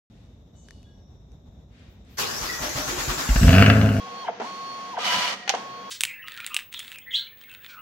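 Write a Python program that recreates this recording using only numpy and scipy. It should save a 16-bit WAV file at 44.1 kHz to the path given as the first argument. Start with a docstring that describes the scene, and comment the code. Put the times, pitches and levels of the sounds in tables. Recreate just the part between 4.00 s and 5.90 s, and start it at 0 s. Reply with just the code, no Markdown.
"""Photo printer on a table.

It pushes out a print, cuts it off and feeds the next; a fan runs throughout.
A stepper motor whines while the rollers rub the paper, and shakes the case on each ramp up or down.
While the feed rests, a cutter rasps across the sheet and snaps home."""
import sys
import numpy as np
from scipy import signal
from scipy.fft import rfft, irfft
from scipy.io import wavfile
from scipy.ndimage import uniform_filter1d

SR = 44100
rng = np.random.default_rng(int(sys.argv[2]) if len(sys.argv) > 2 else 0)


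def waveform_to_disk(signal):
    """Save audio, clipped to [-1, 1], as 16-bit WAV at the path in sys.argv[1]."""
    frames = np.transpose(np.atleast_2d(signal))
    scaled = np.clip(frames, -1, 1) * 32767
    samples = np.round(scaled).astype(np.int16)
    wavfile.write(sys.argv[1], SR, samples)


N = 83790
T = np.arange(N) / SR


def from_db(db):
    """Decibels to gain."""
    return 10 ** (np.asarray(db) / 20)


def unit_rms(x):
    """Scale to rms 1."""
    return x / np.sqrt(np.mean(x ** 2) + 1e-20)


def in_time(rows):
    """Each column of a time curve at every sample."""
    times, *columns = np.transpose(rows)
    return [np.interp(T, times, column) for column in columns]


def at_hz(points, hz):
    """Interpolate on a log-frequency axis."""
    freqs, values = np.transpose(points)
    return np.interp(np.log(hz + 1e-3), np.log(freqs), values)


def pan(db):
    """Stereo gains for a left-right level difference."""
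    return from_db(np.array([[.5], [-.5]]) * db)


def drift(rate_hz):
    """Smooth random wander, rms about 1."""
    hop, warmup = 40, 2000
    pole = np.exp(-2 * np.pi * hop * rate_hz / SR)
    noise = rng.standard_normal(N // hop + warmup + 2)
    slow = signal.lfilter([1], [1, -2 * pole, pole * pole], noise)[warmup:]
    return np.interp(np.arange(N) / hop, np.arange(len(slow)), unit_rms(slow))


def phase_of(hz):
    """Running phase of a changing frequency."""
    return 2 * np.pi * np.cumsum(hz) / SR


def decay(t, t60_s):
    """Exponential decay from t = 0."""
    return from_db(-60 * np.maximum(t, 0) / t60_s) * (t > 0)


def lowpass(x, hz):
    """First-order low-pass."""
    return signal.lfilter(*signal.butter(1, hz, fs=SR), x)


def bandpass(x, low_hz, top_hz):
    """Gentle band-pass."""
    return signal.sosfilt(signal.butter(2, [low_hz, top_hz], "band", fs=SR, output="sos"), x)


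def resonate(x, modes):
    """Parallel resonances of alternating sign."""
    out = 0
    for k, (hz, width_hz, db) in enumerate(modes):
        r = np.exp(-np.pi * width_hz / SR)
        b = np.array([1, 0, -1]) * (1 - r * r) / 2
        a = [1, -2 * r * np.cos(2 * np.pi * hz / SR), r * r]
        out = out + (-1) ** k * from_db(db) * signal.lfilter(b, a, x + 1e-18)
    return out


def white():
    """Two independent white noises."""
    return rng.standard_normal((2, N))


# Stereo width of the printer: f/Hz, L-R coherence
COHERENCE = [(40, 0.34), (150, 1), (330, 0.83), (650, 0.73), (1200, 0), (2500, 0), (5000, 0), (14000, 0)]
# Stereo balance: f/Hz, L-R/dB
BALANCE = [(60, -5), (250, 0.5), (700, -2.5), (1300, -0.5), (2400, 4.5), (4400, -5), (8000, -9.5),
           (15000, -2)]

def colour(pair, spectrum):
    """Give two independent signals a spectrum and the printer's stereo image; rms 1."""
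    hz = np.arange(N // 2 + 1) * SR / N
    mid, side = rfft(pair) * from_db(at_hz(spectrum, hz))
    coherence = np.clip(at_hz(COHERENCE, hz), -1, 1)
    stereo = np.sqrt(1 + coherence) * mid + np.sqrt(1 - coherence) * side * [[1], [-1]]
    return unit_rms(irfft(stereo * pan(at_hz(BALANCE, hz)), N))


def room(x, t60_s=.4, wet_db=-14.5):
    """Short, dull reverberation of a small room."""
    t = T[:SR // 2]
    tail = lowpass(rng.standard_normal((2, len(t))), hz=6000) * decay(t, t60_s) * (t > .003)
    tail /= np.sqrt(np.sum(tail ** 2) / 2)
    return from_db(wet_db) * signal.fftconvolve(x, tail, axes=1)[:, :N]


# Fan air spectrum: f/Hz, relative density/dB
FAN_SPECTRUM = [(30, -23), (70, -10), (135, -9), (210, 5), (330, -1.5), (500, 3), (750, -5), (1300, -0.5),
                (2800, -5), (4500, -11), (6500, -15.5), (8000, -41.5), (11000, -53), (15500, -42)]
# Machine hums: f/Hz, level/dB
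HUMS = [(133, -67), (194, -62), (486, -58), (722, -55.5)]

def fan(air_db=-46, waver_db=4):
    """Steady air noise with a few wavering hums."""
    hums = 0
    for hz, db in HUMS:
        amplitude = np.sqrt(2) * from_db(db + waver_db * drift(6.2))
        hums += amplitude * np.sin(2 * np.pi * hz * T + .31 * drift(2))
    return from_db(air_db) * colour(white(), FAN_SPECTRUM) + hums


# Gear knocks: t/s, level/dB, f/Hz, t60/s
KNOCKS = [(.3995, -25.5, 440, 0.045), (.405, -27.5, 760, 0.057), (.4165, -29, 231, 0.11),
          (1.5373, -24.5, 484, 0.044), (1.5394, -21.5, 696, 0.051)]
# Their rattle: f/Hz, relative density/dB
KNOCK_SPECTRUM = [(100, -25), (220, -12.5), (700, 6.5), (1600, -5), (3000, -6.5), (7000, 0.5), (15000, -63)]

def gear_knocks(rattle_db=2):
    """The gears take up their slack with dull, rattling knocks as a feed starts."""
    out = 0
    for start_s, db, hz, t60_s in KNOCKS:
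        t = T - start_s
        rattle = from_db(rattle_db) * colour(white(), KNOCK_SPECTRUM)
        out += from_db(db) * decay(t, t60_s) * (np.sin(2 * np.pi * hz * t) + rattle)
    return bandpass(out, low_hz=260, top_hz=2150)


# Rollers on paper: f/Hz, relative density/dB
RUB_SPECTRUM = [(50, -58), (130, -2), (210, 0), (330, -5), (750, 0), (1300, -8), (2200, -5), (3300, -4),
                (4800, -6.5), (6500, -9.5), (8000, -25.5), (12000, -26), (15500, -36)]
# Roller train settling: f/Hz, relative density/dB
SETTLE_SPECTRUM = [(50, -25), (130, -29), (220, 8), (340, 5), (650, 7), (1200, 5), (6000, -9), (15000, -43)]

def rollers(speed, start_s, rub_db, settle_db=-33):
    """Rollers rub the paper and rumble after a start, both in proportion to speed."""
    rub = from_db(rub_db) * colour(white(), RUB_SPECTRUM)
    rumble = from_db(settle_db) * decay(T - start_s, t60_s=.57) * colour(white(), SETTLE_SPECTRUM)
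    return speed * (rub + rumble)


# Case resonances: f/Hz, width/Hz, gain/dB
CASE_MODES = [(259, 64, -10), (474.5, 46, -3), (711, 79, 5), (948, 195, -0.5), (1587, 130, -6.5),
              (2126, 180, -13.5), (3160, 220, -11)]

def case_judder(step_hz, force, low_hz=481, fade_hz=1610, left_lag_s=.00008):
    """Uneven motor steps jolt the case, less so at very low and at high step rates."""
    rotor = phase_of(step_hz * (1 + .07 * drift(121.2)))
    jolts = sum(np.sin(k * rotor) / k ** .93 for k in range(1, 6))
    grit = .61 * white() * (1 + np.cos(rotor)) ** 2
    fade_in = step_hz ** 4 / (step_hz ** 4 + low_hz ** 4)
    fade_out = (1 + (step_hz / fade_hz) ** 2) ** -.82
    left, right = resonate((jolts + grit) * force * fade_in * fade_out, CASE_MODES)
    return np.array([np.interp(T - left_lag_s, T, left), right])


# Coil harmonics 1, 3, 4: L-R/dB, left lead/rad, speed exponent
COIL_HARMONICS = [(0, -.9, 2.8), (-1, 0.65, 8.4), (-11, 4.5, 13)]
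# Overtones under changing load, re coil tone: t/s, 3rd/dB, 4th (step rate)/dB
COIL_OVERTONES = [(0, -8.5, -33), (.13, -20, -14), (.19, -12, -6.5), (.24, -3, -6), (.47, -16, -12),
                  (.6, -25, -13.5), (.72, -20, -6.5), (.82, -20, -19.5), (.93, -15, -16),
                  (1.63, -12, -19.5), (1.76, -14.5, -10), (1.9, -9, -21)]

def motor_whine(step_hz, speed, whistle_db, whistle_hz=14258, mount_hz=935, mount_half_width_hz=47):
    """Coil tone, overtones and a thin whistle grow with speed; ramps cross the mount's resonance."""
    coil_hz = step_hz / 4  # four steps per cycle
    coil_phase = phase_of(coil_hz)
    mount = 1 + from_db(6) / (1 + ((coil_hz - mount_hz) / mount_half_width_hz) ** 2)
    gains = [mount * from_db(1.96 * drift(2.6)), *from_db(in_time(COIL_OVERTONES))]
    out = from_db(whistle_db) * np.sin(phase_of(whistle_hz * speed)) * speed ** 20
    for k, gain, (pan_db, lead_rad, exponent) in zip((1, 3, 4), gains, COIL_HARMONICS):
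        tone = np.sin(k * coil_phase + lead_rad * np.array([[.5], [-.5]]))
        out = out + gain * speed ** exponent * pan(pan_db) * tone
    return np.sqrt(2) * out


# Motor ramp, reversed to stop: t from rest/s, step rate/Hz
MOTOR_RAMP = [(0, 340), (.009, 490), (.016, 730), (.021, 1100), (.029, 2000), (.04, 3200), (.05, 3750),
              (.063, 4220)]
RAMP_S, CRUISE_HZ = .078, 4388
# Feeds: start/s, stop/s, whine/dB, rub/dB, start force/dB, stop force/dB, start pace, whistle re whine/dB
FEEDS = [(-.2, 0.303, -43, -47.5, -44, -16.5, 1, -40), (0.396, 0.994, -39.5, -46, -23, -19.5, 1, -52),
         (1.535, 2.2, -45, -52, -18, -15, 1.4, -31)]

def paper_feed(start_s, stop_s, whine_db, rub_db, start_db, stop_db, pace, whistle_db):
    """One stepper run: it ramps up, turns the rollers at full speed and ramps down."""
    elapsed_s, remaining_s = T - start_s, stop_s - T
    from_rest_s = np.minimum(elapsed_s * pace, remaining_s)
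    running = from_rest_s > 0
    step_hz = np.interp(from_rest_s, *np.transpose(MOTOR_RAMP + [(RAMP_S, CRUISE_HZ)])) * running
    speed = step_hz / CRUISE_HZ
    force = running * from_db(np.where(elapsed_s < remaining_s, start_db, stop_db))
    judder = case_judder(step_hz, force)
    rolling = rollers(speed, start_s, rub_db)
    whine = from_db(whine_db) * motor_whine(step_hz, speed, whistle_db)
    return whine + judder + room(judder) + rolling


# Cutter gear tone: t/s, f/Hz, level/dB, 3rd harmonic/dB
CUTTER_GEARS = [(.99, 1152, -39, -70), (1.015, 1297, -44.5, -50), (1.033, 1213, -31.5, -45),
                (1.048, 1014, -48, -38), (1.075, 968.6, -39, -31), (1.105, 976, -34.5, -33.5),
                (1.135, 996.5, -34.5, -34), (1.2, 997.3, -31, -45), (1.27, 973, -40, -41),
                (1.3, 1000, -48, -43), (1.325, 1138, -39, -52), (1.36, 1244, -49, -69)]

def cutter_drive(jitter=.012, second_db=-15, flicker_db=2):
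    """A rough gear whine that sags as the paper slows the drive."""
    hz, db, third_db = in_time(CUTTER_GEARS)
    phase = phase_of(hz * (1 + jitter * drift(48.8)))
    gears = 0
    for k, level_db in enumerate([db, db + second_db, third_db], 1):
        flicker = np.array([drift(40), drift(48)])
        gears += from_db(level_db + flicker_db * flicker) * np.sin(k * phase)
    running = (T > CUTTER_GEARS[0][0]) * (T < CUTTER_GEARS[-1][0])
    return np.sqrt(2) * gears * running


def carriage_ring(stop_s, start_s=1.2, hz=1896, db=-49):
    """Thin, wavering ring of the carriage running out."""
    amplitude = np.sqrt(2) * from_db(db + 2.5 * drift(51.7))
    phase = phase_of(hz * (1 + .012 * drift(98)))
    gate = uniform_filter1d(1. * (T > start_s) * (T < stop_s), size=400)
    return amplitude * np.sin(phase) * gate


# Case rumble: f/Hz, relative density/dB
RUMBLE_SPECTRUM = [(30, -37), (80, -12.5), (140, -4), (200, 3), (300, -7), (900, -64.5)]

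def carriage_rumble(peak_s=1.175, half_width_s=.015, db=-36.5):
    """The carriage briefly shakes the case in mid-cut."""
    return from_db(db) * colour(white(), RUMBLE_SPECTRUM) / (1 + ((T - peak_s) / half_width_s) ** 2)


# Cutter load: t/s, rasp level/dB
CUT_LOAD = [(.975, -49), (.988, -36), (1.025, -30.5), (1.064, -23.5), (1.14, -22), (1.2, -24), (1.29, -26),
            (1.335, -30.5), (1.365, -39), (1.46, -48.5), (1.49, -55)]
# Blade friction: f/Hz, relative density/dB
RASP_SPECTRUM = [(35, -58), (60, -30.5), (201, -18), (433, -19.5), (546, -9.5), (910, -9.5), (976, -1),
                 (1070, -9), (1450, -10.5), (2980, -10.5), (3420, -9.5), (5580, -16), (15500, -49)]
# Cutter frame resonances: f/Hz, width/Hz, gain/dB
FRAME_MODES = [(550, 40, -22), (730, 60, -5.5), (1325, 67, 4.5), (1618, 77, -2), (2010, 210, 0),
               (2380, 43, 5), (2958, 170, 5.5), (4400, 190, 0), (5530, 50, -2), (6270, 250, -2)]
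# Tearing hiss: f/Hz, relative density/dB
HISS_SPECTRUM = [(2000, -40), (6000, -13), (8500, -2), (12000, 5), (15500, -5)]

def cutter_rasp(fibres_per_s=1700, spread_db=4, fibre_db=-5, hiss_db=-44.5, flicker_db=1):
    """Blade friction and breaking fibres excite the frame; a fine hiss joins near full load."""
    load_db, = in_time(CUT_LOAD)
    breaks = (rng.random((2, N)) < fibres_per_s / SR) * np.sign(white())
    fibres = breaks * from_db(spread_db * np.minimum(rng.exponential(1, (2, N)), 5))
    friction = colour(white() + from_db(fibre_db) * unit_rms(fibres), RASP_SPECTRUM)
    frame = sum(resonate(friction, [mode]) for mode in FRAME_MODES)
    rasp = unit_rms(friction + frame) * from_db(load_db + flicker_db * drift(35))
    hiss = from_db(hiss_db + 1.8 * (load_db - load_db.max())) * colour(white() + fibres, HISS_SPECTRUM)
    cutting = (T > CUT_LOAD[0][0]) * (T < CUT_LOAD[-1][0])
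    return (rasp + hiss) * cutting


# Latch contacts: t/s, gain/dB, low-pass/Hz, L-R/dB, thump/dB, rattle t60/s
SNAPS = [(1.4776, -9, 1590, 6.5, -20, 0.061), (1.4937, -2.5, 8000, -8.5, -24, 0.014),
         (1.4962, -15, 3000, 19, -42, 0.043), (1.5000, -9.5, 9500, -2, -16, 0.019),
         (1.5038, -24, 3000, 9, -16, .04), (1.5085, -19, 6000, 6, -35, .09),
         (1.5498, -19, 5000, -4, -20, 0.034)]
# Latch modes: f/Hz, level/dB, t60/s
LATCH_MODES = [(1380, -35, 0.012), (2110, -37, 0.025), (3040, -8.5, 0.0069), (3300, -20, 0.0023),
               (4406, -18, 0.013), (5850, -16.5, 0.0062), (6250, -11, 0.0093)]
# Loose parts: f/Hz, relative density/dB
RATTLE_SPECTRUM = [(60, -40), (300, -27), (800, 5.5), (3000, 9.5), (6400, 5.5), (8000, -7.5), (15000, 4.5)]

def cutter_snaps(rattle_db=-7, rattle_rise_s=.00042, thump_hz=789):
    """The cutter snaps home: each contact rings the latch, rattles loose parts and thumps the case."""
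    out = 0
    for start_s, db, top_hz, pan_db, thump_db, rattle_t60_s in SNAPS:
        t = T - start_s
        latch = sum(from_db(mode_db) * decay(t, t60_s) * np.sin(2 * np.pi * hz * t)
                    for hz, mode_db, t60_s in LATCH_MODES)
        envelope = decay(t, rattle_t60_s) * np.clip(t / rattle_rise_s, 0, 1)
        rattle = from_db(rattle_db) * envelope * colour(white(), RATTLE_SPECTRUM)
        contact = from_db(db) * lowpass((latch + rattle) * pan(pan_db), top_hz)
        thump = from_db(thump_db) * decay(t, t60_s=.022) * np.sin(2 * np.pi * thump_hz * t)
        out += contact + thump
    out = bandpass(out, low_hz=594, top_hz=8350)
    return out + room(out)


def scene():
    """Fan, paper feeds and cutter together."""
    background = fan()
    feeds = sum(paper_feed(*row) for row in FEEDS) + gear_knocks()
    cutter = cutter_rasp() + carriage_rumble() + cutter_drive() + carriage_ring(stop_s=SNAPS[0][0])
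    return background + feeds + cutter * pan(db=-.5) + cutter_snaps()


def record(dry, cutoff_hz=15700):
    """Clip at full scale, then low-pass steeply."""
    return signal.sosfilt(signal.ellip(10, .1, 80, cutoff_hz, fs=SR, output="sos"), np.clip(dry, -1, 1))


dry = scene()
out = record(dry)
waveform_to_disk(out)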